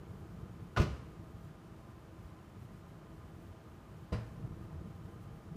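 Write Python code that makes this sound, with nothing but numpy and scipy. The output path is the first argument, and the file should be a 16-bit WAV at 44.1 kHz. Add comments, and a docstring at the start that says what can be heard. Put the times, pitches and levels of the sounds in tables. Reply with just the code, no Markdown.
"""A quiet room at dusk, with a steady ventilation hum: rumble, rushing air and faint duct tones.
A little way off a door shuts: the latch clacks, the leaf thuds into its frame and rattles.
Later comes a lighter knock on a wooden panel. Around both, someone shuffles and bumps on the floor.
Door and panel ring in their own modes over a noisy clatter that carries the room's short tail;
the soft, heavy bumps set the room's lowest modes booming."""
import sys
import numpy as np
from scipy import signal
from scipy.fft import rfft, irfft
from scipy.io import wavfile

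SR = 44100
rng = np.random.default_rng(int(sys.argv[2]) if len(sys.argv) > 2 else 0)


def dump_mix(stems):
    """Bounce the given channels to the path in sys.argv[1] as a 16-bit WAV at rate SR."""
    frames = np.atleast_2d(stems).T  # one column per channel
    limited = np.clip(frames, -1, 1)  # hard clip at full scale
    pcm = np.round(limited * 32767).astype(np.int16)
    wavfile.write(sys.argv[1], SR, pcm)


N = 245195
TIME = np.arange(N) / SR

# Tone of the ventilation's rumble and of its air. Each row: frequency in Hz, relative level in dB.
RUMBLE_COLOUR = [(20, -26), (32, -9), (50, 6), (70, 5), (98, 9.5), (125, 4.5), (165, 3), (220, -1.5),
                 (400, -41)]
AIR_COLOUR = [(150, -4), (260, 1), (400, 0), (550, -5.5), (900, -8.5), (1300, -9.5), (2000, -17.5),
              (3000, -22), (4000, -26), (7000, -31), (10000, -34.5), (13000, -36.5), (15500, -43)]
# Narrow duct resonances. 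Each row: centre in Hz, half width in Hz, rms level in dB.
DUCT_TONES = [(164, 17.3, -61.5), (325, 13.6, -65.5), (651.5, 15, -72.5), (803, 8.8, -76.5),
              (1028, 16, -75), (1221.4, 19, -74), (3066, 35, -86.5), (6800, 110, -93)]
# The muffled tone of shuffling. Each row: frequency in Hz, relative level in dB.
FLOOR_COLOUR = [(30, -10), (70, -2), (115, 1.5), (200, -3.5), (260, -17.5), (330, -8), (380, -19),
                (460, -13), (560, -32), (1200, -30.5), (4000, -62)]
# Spells of shuffling. Each row: start of the hold in seconds, its length in seconds, level in dB.
SHUFFLE_SPELLS = [(0.0, 0.53, -50.5), (1.0, 0.37, -53), (4.427, 0.16, -47), (4.736, 0.12, -48),
                  (4.92, 0.72, -53.5)]
# Soft, heavy pushes on frame and floor.
# Each row: centre in seconds, envelope peak in dB, pitch in Hz, half length in seconds.
PUSHES = [(0.433, -41.5, 110, 0.0064), (0.801, -17, 77.6, 0.0042), (0.921, -38.5, 68.4, 0.022),
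          (4.134, -27.5, 100, 0.006), (4.449, -33, 121, 0.0078), (4.779, -41, 84.4, 0.018),
          (5.053, -41, 80, 0.0062), (5.5200, -41, 159, 0.011)]
# Modes of room, door and panel. Each row: pitch in Hz, relative level in dB, t60 in seconds.
BOOM_MODES = [(66.1, -3, 0.84), (86.9, 0.5, 0.66), (112, 3.5, 0.65), (163.5, 5.5, 0.32)]
DOOR_RING = [(145, 7, .35), (170, -5, .4), (208, 1, .28), (271, -4, .26), (316, -7, .3), (346, 2, .26),
             (387, -4, .3), (418, 0, .26), (459, -7, .28), (611, -5, .28), (1019, 0, .28), (1173, -4, .28),
             (1231, -6, .24), (1274, -5, .24), (1402, -11, .16), (1457, -4, .24), (2068, -10, .32),
             (2589, -11, .3), (2946, -12, .35), (3525, -18, .4), (4083, -20, .45), (4925, -24, .4),
             (5313, -24, .4)]
PANEL_RING = [(113, 6, .55), (161, -2, .4), (201, -5, .35), (325, -12, .3), (420, -15, .25), (482, -8, .3),
              (630, -10, .25), (923, -9, .2), (1026, -8, .27), (1103, -10, .22), (1420, -14, .2),
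              (2034, -16, .25), (2900, -16, .2), (3991, -24, .35), (4815, -25, .35), (5080, -22, .35),
              (5523, -26, .35)]
# The door meeting latch and frame, and the knock on the panel. Each row: start in seconds,
# clatter in dB, high ring in dB, clatter tilt in dB per octave, low ring in dB.
DOOR_CONTACTS = [(0.7632, -35, -61, 0, -58), (0.7706, -26, -37, -0.5, -53), (0.7974, -36, -59, 2.5, -36),
                 (0.8160, -34.5, -68, 1.5, -57)]
PANEL_CONTACTS = [(4.1209, -42, -57, -1, -34.5), (4.1257, -41, -41, 0.3, -67)]
# Tone of each body's dense modes. Each row: frequency in Hz, relative spectral density in dB.
DOOR_CLATTER = [(40, -1), (120, 12.5), (250, 2), (580, 2), (900, -7.5), (1150, 0.5), (1450, -4.5),
                (1800, -10.5), (2900, -10), (3500, -16), (5200, -17.5), (8500, -33), (12500, -39),
                (15500, -42)]
PANEL_CLATTER = [(35, 15.5), (110, 5), (250, 4.5), (450, 5), (750, -1.5), (1100, -3.5), (1700, -6),
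                 (2800, -11), (3300, -16.5), (5100, -15.5), (6200, -26), (8500, -25.5), (15500, -45)]
# How long the room rings. Each row: frequency in Hz, t60 in seconds.
ROOM_TAIL = [(60, 0.79), (300, 0.74), (1200, 0.75), (3000, 0.63), (5500, 0.65), (9000, 0.77), (15000, 0.37)]


def from_db(db):
    """Decibels to gain."""
    return 10 ** (np.asarray(db) / 20)


def rms_one(x):
    """Scale to rms 1."""
    return x / np.sqrt(np.mean(x ** 2) + 1e-20)


def at_hz(points, hz):
    """Read a curve on a log-frequency axis."""
    freqs, values = np.transpose(points)
    return np.interp(np.log(hz + 1e-9), np.log(freqs), values)


def add(out, start_s, sound):
    """Mix a sound in at its cue."""
    start = int(round(start_s * SR))
    out[start:start + len(sound)] += sound[:N - start]


def equalise(x, gain_at):
    """Give a signal a gain at each frequency, then scale it to rms 1."""
    return rms_one(irfft(rfft(x) * gain_at(np.fft.rfftfreq(N, 1 / SR)), N))


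def noise(gain_at):
    """Steady coloured noise of rms 1."""
    return equalise(rng.standard_normal(N), gain_at)


def ventilation(rumble_db=-54, air_db=-59.5, swell_db=1.9, swell_hz=7.8):
    """A rumble that swells and dips at random, a soft rush of air and the duct tones the air excites."""
    swell = noise(lambda f: 1 / (1 + (f / swell_hz) ** 2))
    rumble = from_db(rumble_db + swell_db * swell) * noise(lambda f: from_db(at_hz(RUMBLE_COLOUR, f)))
    # the air thins out below 100 Hz
    air = from_db(air_db) * noise(lambda f: from_db(at_hz(AIR_COLOUR, f)) * f / np.hypot(f, 100))
    duct = sum(from_db(db) * noise(lambda f: 1 / (1 + ((f - hz) / half_width) ** 2))
               for hz, half_width, db in DUCT_TONES)
    return rumble + air + duct


def spell(start_s, hold_s, rise_db_per_s=130, fall_db_per_s=57):
    """Envelope of one movement: it swells up to its start, holds and dies away."""
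    before = np.maximum(start_s - TIME, 0)
    after = np.maximum(TIME - start_s - hold_s, 0)
    return from_db(-rise_db_per_s * before - fall_db_per_s * after)


def shuffle(touches_per_s=160, spread_db=4):
    """Weight shifting on the floor: many small muffled contacts, coming in spells."""
    touches = (rng.random(N) < touches_per_s / SR) * rng.choice([-1, 1], N)
    weights = from_db(spread_db * rng.uniform(-0.69, 1, N))
    floor = equalise(touches * weights, lambda f: from_db(at_hz(FLOOR_COLOUR, f)))
    effort = np.max([from_db(db) * spell(start, hold) for start, hold, db in SHUFFLE_SPELLS], axis=0)
    return effort * floor


def mode(hz, t60):
    """One second of a struck mode."""
    t = TIME[:SR]
    return np.sin(2 * np.pi * hz * t) * from_db(-60 * t / t60)


def thuds(boom_db=-21):
    """Each push is a few swings of pressure that leave the room's lowest modes booming in proportion."""
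    out = np.zeros(N)
    boom = sum(from_db(db) * mode(hz, t60) for hz, db, t60 in BOOM_MODES)
    for centre_s, peak_db, hz, half_s in PUSHES:
        t = TIME - centre_s
        envelope = from_db(peak_db) * np.exp(-.5 * (t / half_s) ** 2)
        out += envelope * np.sin(2 * np.pi * hz * t)
        add(out, centre_s, from_db(peak_db + boom_db) * boom)
    return out


def clatter(colour, tilt_db, body_t60, room_db, build_s):
    """Countless close modes as third-octave noise bands: the body dies fast, the room lingers."""
    t = TIME[:SR]
    edges_hz = np.geomspace(30, 16000, 28)
    white = rng.standard_normal((2, 2 * SR))   # neighbouring bands get different noise
    out, power = 0, 0
    for k, (low, high) in enumerate(zip(edges_hz, edges_hz[1:])):
        hz = np.sqrt(low * high)
        bandpass = signal.butter(2, [low, high], "band", fs=SR, output="sos")
        band = rms_one(signal.sosfilt(bandpass, white[k % 2])[SR:])
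        gain = from_db(at_hz(colour, hz)) * np.sqrt(high - low)
        tilt = from_db(tilt_db * np.log2(hz / 1000))
        body_decay = from_db(-60 * t / body_t60)
        room_decay = from_db(room_db - 60 * t / at_hz(ROOM_TAIL, hz))
        out += gain * tilt * band * np.hypot(body_decay, room_decay)
        power += gain ** 2
    attack = 1 - np.exp(-t / build_s)   # reflections pile up over the first milliseconds
    return out / np.sqrt(power) * attack


def ringing(modes, high_db, low_db, split_hz=700):
    """A hard edge rings the high modes, the weight behind it the low ones."""
    return sum((-1) ** k * from_db(db + (high_db if hz > split_hz else low_db)) * mode(hz, t60)
               for k, (hz, db, t60) in enumerate(modes))


def door(latch_s=0.7640, latch_db=-31):
    """The latch tongue pings on its plate and snaps, then the leaf lands and rattles once."""
    out = np.zeros(N)
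    add(out, latch_s, from_db(latch_db) * mode(hz=1470, t60=.06))
    for start_s, clatter_db, high_db, tilt_db, low_db in DOOR_CONTACTS:
        clack = clatter(DOOR_CLATTER, tilt_db, body_t60=0.14, room_db=-12.5, build_s=0.00059)
        add(out, start_s, from_db(clatter_db) * clack + ringing(DOOR_RING, high_db, low_db))
    return out


def panel_knock():
    """A knock on wood: a dull touch and a sharper contact right after it."""
    out = np.zeros(N)
    for start_s, clatter_db, high_db, tilt_db, low_db in PANEL_CONTACTS:
        knock = clatter(PANEL_CLATTER, tilt_db, body_t60=0.19, room_db=-7.5, build_s=0.0019)
        add(out, start_s, from_db(clatter_db) * knock + ringing(PANEL_RING, high_db, low_db))
    return out


def scene():
    """A bed of hum with shuffling, thuds, the door and the knock on top, in mono."""
    return (ventilation() + shuffle() + thuds() + door() + panel_knock())[None, :]


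def record(dry, low_cut_hz=28, high_cut_hz=15300):
    """The microphone loses the deepest bass; the top is cut steeply."""
    low_cut = signal.butter(2, low_cut_hz, "high", fs=SR, output="sos")
    high_cut = signal.ellip(12, .1, 70, high_cut_hz, fs=SR, output="sos")
    return signal.sosfilt(high_cut, signal.sosfilt(low_cut, dry))


dry = scene()
out = record(dry)
dump_mix(out)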